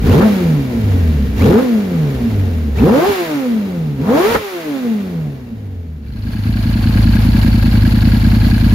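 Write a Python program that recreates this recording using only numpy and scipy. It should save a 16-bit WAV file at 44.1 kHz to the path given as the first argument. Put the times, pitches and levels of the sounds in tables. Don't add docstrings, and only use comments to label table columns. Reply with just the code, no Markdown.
import sys
import numpy as np
from scipy import signal
from scipy.fft import rfft, irfft, next_fast_len
from scipy.io import wavfile
from scipy.ndimage import uniform_filter1d, minimum_filter1d

SR = 44100
rng = np.random.default_rng(int(sys.argv[2]) if len(sys.argv) > 2 else 0)


def dump(signal):
    limited = np.clip(np.atleast_2d(signal).T, -1, 1)
    pcm = np.round(limited * 32767).astype(np.int16)
    wavfile.write(sys.argv[1], SR, pcm)


N = 385434
TIME_S = np.arange(N) / SR

# (time [s], level [dB])
EFFORT = [(0, -1.5), (.09, 7.5), (.25, 8.5), (.65, 0), (.95, 1.9), (1.35, -2), (1.43, 8), (1.56, 7.5),
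          (1.65, 4), (1.9, 0.3), (2.3, 0.3), (2.74, -5), (2.85, 6), (3.12, 12.5), (3.55, -0.3),
          (3.97, -6.5), (4.03, -2.5), (4.18, 10.5), (4.35, 14), (4.39, 7), (4.92, -0.5), (5.45, -12.5),
          (6.05, -18)]
# (time [s], level [dB])
OVERRUN = [(4.36, -3), (4.4, -7.5), (4.65, -3), (4.8, -3)]
# (time [s], half-width [s], level [dB])
TAKE_UPS = [(.12, .07, -2), (1.44, .065, -2), (2.785, .026, -6)]
def revving_engine():
    throttle, hz = blips()
    firings = np.cumsum(hz) / SR
    effort_db, = curves(EFFORT)
    overrun_db, = curves(OVERRUN)
    take_up = sum(amp(db) * np.exp(-((TIME_S - s) / width) ** 4) for s, width, db in TAKE_UPS)
    lumpy = np.clip(75 / hz, 0, 1) ** 2
    rough = .22 + .2 * throttle + .35 * lumpy
    tones = overtones(throttle, hz, firings, rough)
    puffs = 1 + (.073 + .4 * throttle) * np.cos(2 * np.pi * firings)
    puffs *= amp((1.1 + .79 * throttle) * wobble(firings))
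    chuff, rasp = exhaust_gas(throttle, hz, puffs, lumpy, effort_db)
    note = firing_note(throttle, hz, firings, rough)
    exhaust = amp(.72 * effort_db) * note + amp(.91 * effort_db) * (tones + chuff)
    gear = take_up * gear_chirp(hz, firings)
    hiss = valves_and_intake(throttle, firings, puffs, take_up, effort_db)
    return amp(overrun_db) * exhaust + rasp + gear + hiss


# (opens [s], shuts [s], climb [s], top rate [Hz], run-down tau [s], rest rate [Hz])
BLIPS = [(0.03, 0.215, 0.19, 220.7, 0.65, 25.04), (1.357, 1.577, 0.225, 267.5, 0.61, 32.3),
         (2.735, 3.055, .315, 411.3, .635, 42.96), (3.978, 4.304, .295, 467.7, .684, 35.17)]
IDLE_HZ, CLIMB_EXPONENT = 54.97, 1.07
ROLL_ON_S, ROLL_OFF_S, PULL_LAG_S, COAST_LAG_S = .14, .11, .03, .04
def blips():
    throttle, hz = np.zeros(N), np.full(N, IDLE_HZ)
    for opens, shuts, climb_s, top_hz, run_down_s, rest_hz in BLIPS:
        roll_on = np.clip((TIME_S - opens) / ROLL_ON_S, 0, 1)
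        roll_off = np.clip(1 - (TIME_S - shuts) / ROLL_OFF_S, 0, 1)
        throttle += roll_on * roll_off
        pulling_s, coasting_s = TIME_S - opens - PULL_LAG_S, TIME_S - shuts - COAST_LAG_S
        start_hz = np.interp(0, pulling_s, hz)
        climb = start_hz + (top_hz - start_hz) * np.clip(pulling_s / climb_s, 0, 1) ** CLIMB_EXPONENT
        run_down = rest_hz + (top_hz - rest_hz) * np.exp(-np.maximum(coasting_s, 0) / run_down_s)
        hz = np.where(pulling_s < 0, hz, np.where(coasting_s < 0, climb, run_down))
    return throttle, uniform_filter1d(hz, size=700)


# (firing rate [Hz], level [dB])
NOTE_LEVELS = [(55, -15), (70, -12), (96, -10), (106, -13.5), (114, -28), (123, -22.5), (131, -18),
               (148, -10.5), (165, -11.5), (178, -18), (195, -16), (218, -10), (240, -13.5), (255, -20),
               (285, -17.5), (305, -21.5), (322, -35), (350, -19.5), (380, -30.5), (402, -21.5), (450, -28),
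               (480, -33)]
BARK_ABOVE_HZ, BARK_DB_PER_OCTAVE = 202, 5.5
def firing_note(throttle, hz, firings, rough):
    bark_db = BARK_DB_PER_OCTAVE * np.log2(np.maximum(hz / BARK_ABOVE_HZ, 1))
    level_db = along(NOTE_LEVELS, hz) + (.5 + bark_db) * throttle
    note = np.sqrt(2) * (1 + .35 * rough * wobble(firings)) * np.cos(2 * np.pi * firings)
    return amp(level_db) * reflections(note, wet_db=-6, corner_hz=480)


# (multiple of firing rate, throttle shut [dB], throttle open [dB])
ORDERS = [(.5, -23, -22.5), (1.5, -8.5, -7), (2, 0, 9), (2.5, -6, -1), (3, -1, 7.5), (3.5, -8, -3),
          (4, -5, 3), (4.5, -8, 1), (5, -4, 2), (5.5, -9, -2), (6, -5, -2), (6.5, -9, -6), (7, -7, -4),
          (7.5, -8, -8), (8, -9, -7), (8.5, -8, -10), (9, -10, -10)]
# (frequency [Hz], gain [dB])
PIPE_RESPONSE = [(40, 11), (90, 12), (120, -6), (148, 5), (182, -8), (225, 4.5), (258, -1), (285, -4.5),
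                 (322, -17.5), (352, -6.5), (382, -13.5), (420, -7.5), (510, -6.5), (575, -18.5),
                 (630, -15), (700, -19.5), (760, -23), (900, -31.5), (1050, -31.5), (1300, -34),
                 (1800, -45.5), (3000, -43.5)]
# (frequency [Hz], gain [dB])
LOAD_EDGE = [(430, 1), (550, -2), (670, -5), (850, 1), (1150, 5), (1400, 7), (1900, 9), (3000, 6)]
# (frequency [Hz], gain [dB])
COAST_EDGE = [(300, -1), (500, -3.5), (680, -1.5), (850, 3), (1300, 6), (1900, 11), (3000, 9), (4300, 2)]
# (firing rate [Hz], level [dB])
OVERTONE_LEVELS = [(60, -20), (110, -16), (160, -15), (220, -16), (300, -11.5), (460, -14)]
def overtones(throttle, hz, firings, rough):
    tones = np.zeros(N)
    for order, shut_db, open_db in ORDERS:
        line_hz = order * hz
        burble_db = 2.8 * wobble(22 * TIME_S)
        edge_db = throttle * along(LOAD_EDGE, line_hz) + (1 - throttle) * along(COAST_EDGE, line_hz)
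        order_db = shut_db + throttle * (open_db - shut_db)
        level = amp(order_db + along(PIPE_RESPONSE, line_hz) + edge_db + burble_db)
        phase = rng.uniform(0, 2 * np.pi) + .8 * wobble(line_hz / 90)
        phase += rough * order / 8 * wobble(firings / 2)
        flutter = 1 + rough * wobble(firings / 2)
        tones += level * flutter * np.cos(2 * np.pi * order * firings + phase)
    return amp(along(OVERTONE_LEVELS, hz)) * reflections(tones, wet_db=-7.5, corner_hz=444)


# (frequency [Hz], relative density [dB])
GAS_SPECTRUM = [(25, -32), (42, -11), (62, 16.5), (110, 8), (170, 2.5), (240, 13.5), (330, -10.5), (430, 4),
                (520, -10.5), (620, -11.5), (900, -13), (1300, -18.5), (1800, -23.5), (4000, -75)]
# (firing rate [Hz], level [dB])
CHUFF_LEVELS = [(55, -20), (90, -20), (112, -19.5), (140, -22), (220, -25), (280, -36), (360, -43),
                (480, -48.5)]
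# (firing rate [Hz], level [dB])
LOADED_RASP = [(70, -10), (150, -23.5), (215, -20), (270, -23), (480, -24.5)]
DEEP_BELOW_HZ, RASP_ABOVE_HZ = 190, 700
def exhaust_gas(throttle, hz, puffs, lumpy, effort_db):
    gas = rush(GAS_SPECTRUM, puffs)
    low = lambda f: 1 / np.sqrt(1 + (f / RASP_ABOVE_HZ) ** 10)
    high = lambda f: np.sqrt(1 - low(f) ** 2)
    deep = lambda f: 1 / (1 + (f / DEEP_BELOW_HZ) ** 6)
    stir = np.clip(8.7 * lumpy ** 2 + .17 * throttle, 0, 1)
    chuff = filtered(gas, lambda f: low(f) * (1 - deep(f))) + stir * filtered(gas, deep)
    chuff_db = along(CHUFF_LEVELS, hz) + 7.5 * throttle
    rasp_db = (1 - throttle) * (-44 + .88 * effort_db) + throttle * along(LOADED_RASP, hz)
    return amp(chuff_db) * steady(chuff), amp(rasp_db) * steady(filtered(gas, high))


# (time [s], thud [dB], Gaussian sigma [s], crack [dB])
BURPS = [(0.226, -50, 0.013, -14.5), (1.624, -21.5, 0.025, -54.5), (3.096, -22.5, 0.022, -44),
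         (4.347, -25, 0.043, -22), (4.357, -25, 0.0053, -6)]
# (frequency [Hz], relative density [dB])
THUD_SPECTRUM = [(30, -38), (65, -1), (95, 3), (140, -3), (300, 3), (700, -47)]
# (frequency [Hz], relative density [dB])
CRACK_SPECTRUM = [(100, -10), (300, -10.5), (520, 3.5), (700, -14), (1300, -6.5), (2500, -24), (8000, -58)]
def burps():
    thud, crack = np.zeros(N), np.zeros(N)
    for time_s, thud_db, sigma_s, crack_db in BURPS:
        swell = np.exp(-((TIME_S - time_s) / sigma_s) ** 2 / 2)
        thud += amp(thud_db) * swell
        crack += amp(crack_db) * swell
    return thud * steady(rush(THUD_SPECTRUM)) + crack * rush(CRACK_SPECTRUM)


# (place [cycles, 0-2], boom [dB], bark [dB])
IDLE_FIRINGS = [(0.136, 9, 9.5), (0.232, -8, 1.5), (0.497, 6.5, 8), (0.895, 5, 0.7), (1.146, 5.5, 8),
                (1.275, 7.5, 6.5), (1.519, 9.5, 10.5), (1.889, 6, 1.5)]
# (frequency [Hz], width [Hz], relative gain [dB])
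BOOM_MODES = [(53.95, 3.7, -20.5), (102.3, 5.9, -19)]
# (frequency [Hz], width [Hz], relative gain [dB])
BARK_MODES = [(221, 43, -33)]
PACKING_CUTOFF_HZ = 342
def idling_exhaust():
    booms, barks = np.zeros(N), np.zeros(N)
    for place, boom_db, bark_db in IDLE_FIRINGS:
        at = cycle_samples(place, every=2, jitter_s=.0003)
        booms[at] += amp(rng.normal(boom_db, .7, len(at)))
        barks[at] += amp(rng.normal(bark_db, .8, len(at)))
    pipe = ring(booms, BOOM_MODES) + ring(barks, BARK_MODES)
    exhaust = amp(67) * filtered(pipe, lambda f: 1 / (1 + (f / PACKING_CUTOFF_HZ) ** 20))
    return reflections(exhaust, wet_db=-13, corner_hz=300)


# (time [s], completed [cycles])
IDLE_CYCLES = [(5.9405, 0), (6.3375, 4), (6.441, 5), (6.943, 10), (7.727, 18), (8.122, 22), (8.81, 29)]
def cycle_samples(place, every, jitter_s):
    time_s, count = np.transpose(IDLE_CYCLES)
    passes_s = np.interp(np.arange(0, count[-1], every) + place, count, time_s)
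    at = np.round(rng.normal(passes_s, jitter_s) * SR).astype(int)
    return at[at < N]


# (place [cycles, 0-1], relative level [dB])
CLUTCH_KNOCKS = [(0.0, -6), (.27, 0), (.35, -7), (.64, -2), (.94, -1.5)]
# (frequency [Hz], width [Hz], relative gain [dB])
CASE_MODES = [(1410, 150, -6), (1650, 62, 1.5), (2090, 89, -9), (2320, 56, -4.5), (2630, 120, -8)]
# (place [cycles, 0-1], relative level [dB])
VALVE_TICKS = [(.03, -19), (.21, 0), (.3, -1), (.44, 0), (.51, -3.5), (.67, -18), (.83, 3), (.94, 1)]
# (frequency [Hz], width [Hz], relative gain [dB])
HEAD_MODES = [(2910, 120, -2), (3320, 70, -8.5), (3530, 130, -9.5), (4150, 120, -0.5), (4472, 51, 5),
              (5100, 400, -13)]
# (frequency [Hz], relative density [dB])
CHAIN_SPECTRUM = [(250, 7.5), (420, 0.5), (600, 0), (900, 0), (1200, -5), (2000, -4.5), (3000, -9.5),
                  (3900, -9), (4900, -10.5), (5600, -19.5), (7000, -17.5), (10000, -15), (13800, -19.5),
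                  (15700, -27)]
def idling_clatter():
    cycles, = curves(IDLE_CYCLES)
    flutter = amp(1.5 * wobble(5 * cycles) + 1.38 * wobble(24 * cycles))
    clutch = rattle(CLUTCH_KNOCKS, CASE_MODES, decay_s=.006)
    valves = rattle(VALVE_TICKS, HEAD_MODES, decay_s=.005)
    chain = steady(rush(CHAIN_SPECTRUM, flutter), size=12000)
    return amp(-33.5) * clutch + amp(-35.5) * valves + amp(-26) * chain


def rattle(knocks, modes, decay_s, scatter_db=1.2):
    blows = np.zeros(N)
    for place, db in knocks:
        at = cycle_samples(place, every=1, jitter_s=.001)
        blows[at] += amp(rng.normal(db, scatter_db, len(at)))
    force = signal.lfilter([1], [1, -np.exp(-1 / (decay_s * SR))], blows)
    return steady(ring(force * rng.standard_normal((2, N)), modes), size=16000)


# (tooth rate [Hz], level [dB])
GEAR_RESPONSE = [(1500, -42), (1850, -31), (2100, -30), (2450, -26), (2850, -32), (3200, -38), (3600, -34),
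                 (4250, -32), (4700, -46), (6000, -62)]
TEETH_PER_FIRING = 27
def gear_chirp(hz, firings):
    phase = 2 * np.pi * TEETH_PER_FIRING * firings + 1.15 * wobble(4 * firings)
    teeth = np.cos(phase) * amp(3 * wobble(firings))
    level_db = along(GEAR_RESPONSE, TEETH_PER_FIRING * hz)
    return amp(level_db) * reflections(teeth, wet_db=-13, corner_hz=400)


# (frequency [Hz], relative density [dB])
HISS_SPECTRUM = [(500, -6), (1500, 6), (2600, 1), (3700, 0.5), (4600, -2.5), (5300, -5.5), (6300, -7.5),
                 (8000, -6.5), (11000, -9), (13700, -9.5), (15700, -15)]
# (frequency [Hz], width [Hz], relative gain [dB])
COVER_MODES = [(1240, 19, -19), (1915, 440, 4), (2375, 110, 7.5), (2725, 54, 6.5), (3380, 34, -32)]
def valves_and_intake(throttle, firings, puffs, take_up, effort_db):
    ticks = amp(.39 * np.cos(2 * np.pi * firings) + .82 * wobble(2 * firings))
    covers = unit(ring(ticks * rng.standard_normal((2, N)), COVER_MODES))
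    intake = take_up * rush(HISS_SPECTRUM, puffs)
    valve_train = rush(HISS_SPECTRUM, ticks) + amp(-6) * covers
    return amp(-37 + effort_db + .5 * throttle) * valve_train + amp(-29) * intake


# (frequency [Hz], T60 [s])
DECAY_TIMES = [(200, 0.64), (2000, 0.93), (10000, 0.038)]
def reflections(x, wet_db, corner_hz):
    hz, t, noise = signal.stft(rng.standard_normal(SR // 4), SR, nperseg=256)
    decay = amp(-60 * t / along(DECAY_TIMES, hz)[:, None])
    _, tail = signal.istft(noise * decay, SR, nperseg=256)
    answer = signal.fftconvolve(x, tail / np.linalg.norm(tail))[:N]
    side = amp(wet_db) * filtered(answer, lambda f: f ** 2 / (f ** 2 + corner_hz ** 2))
    return np.array([x + side, x - side])


# (frequency [Hz], left-right correlation [clipped to +-1])
CORRELATION = [(100, 1), (300, 0.92), (640, 0.42), (1400, 0.017), (3100, 0.03), (5000, 0.3), (7000, 0.2),
               (8400, -2.65), (9900, -0.38), (11200, -0.084), (12600, 1), (15000, 1)]
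def rush(spectrum, gate=1):
    def response(hz):
        angle = np.arccos(np.clip(along(CORRELATION, hz), -1, 1)) / 2
        return amp(along(spectrum, hz)) * [np.cos(angle), np.sin(angle)]
    mid, side = filtered(gate * rng.standard_normal((2, N)), response)
    return unit(np.array([mid + side, mid - side]))


def ring(x, modes):
    return filtered(x, lambda f: sum(
        (-1) ** k * amp(db) * 1j * f * width / (hz * hz - f * f + 1j * f * width)
        for k, (hz, width, db) in enumerate(modes)))


def filtered(x, response):
    size = next_fast_len(N + SR // 2)
    return irfft(rfft(x, size) * response(np.fft.rfftfreq(size, 1 / SR)), size)[..., :N]


def wobble(place, size=4096):
    knots, k = rng.standard_normal(size), place.astype(int)
    ease = np.sin(np.pi / 2 * (place - k)) ** 2
    return knots[k % size] * (1 - ease) + knots[(k + 1) % size] * ease


def along(points, hz):
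    knots_hz, values = np.transpose(points)
    return np.interp(np.log(hz + 1), np.log(knots_hz + 1), values)


def curves(rows):
    time_s, *columns = np.transpose(rows)
    return [np.interp(TIME_S, time_s, column) for column in columns]


def steady(x, size=2000):
    power = uniform_filter1d(uniform_filter1d(np.mean(x ** 2, 0), size), size)
    return x / np.sqrt(np.abs(power) + 1e-12)


def unit(x):
    return x / np.sqrt(np.mean(x ** 2) + 1e-20)


def amp(db):
    return 10 ** (np.asarray(db) / 20)


def scene():
    fade_in, fade_out = curves([(6.0, 0, 1.0), (6.08, .088, .98), (7.0, .97, .051)])
    return fade_out * revving_engine() + burps() + fade_in * (idling_exhaust() + idling_clatter())


BASS_LEAD_S, LEAD_BELOW_HZ = 1.8e-4, 600
CEILING_DB, LIMITER_HOLD_S, TOP_HZ = -.5, .0043, 15750
def record(dry):
    half_phase = lambda f: np.pi * f * BASS_LEAD_S / (1 + (f / LEAD_BELOW_HZ) ** 2)
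    stereo = filtered(dry, lambda f: np.exp(1j * half_phase(f) * np.array([[-1], [1]])))
    needed = np.minimum(1, amp(CEILING_DB) / (np.abs(stereo).max(0) + 1e-9))
    hold = int(LIMITER_HOLD_S * SR)
    gain = uniform_filter1d(minimum_filter1d(needed, hold), hold)
    return filtered(stereo * gain, lambda f: f < TOP_HZ)


dry = scene()
out = record(dry)
dump(out)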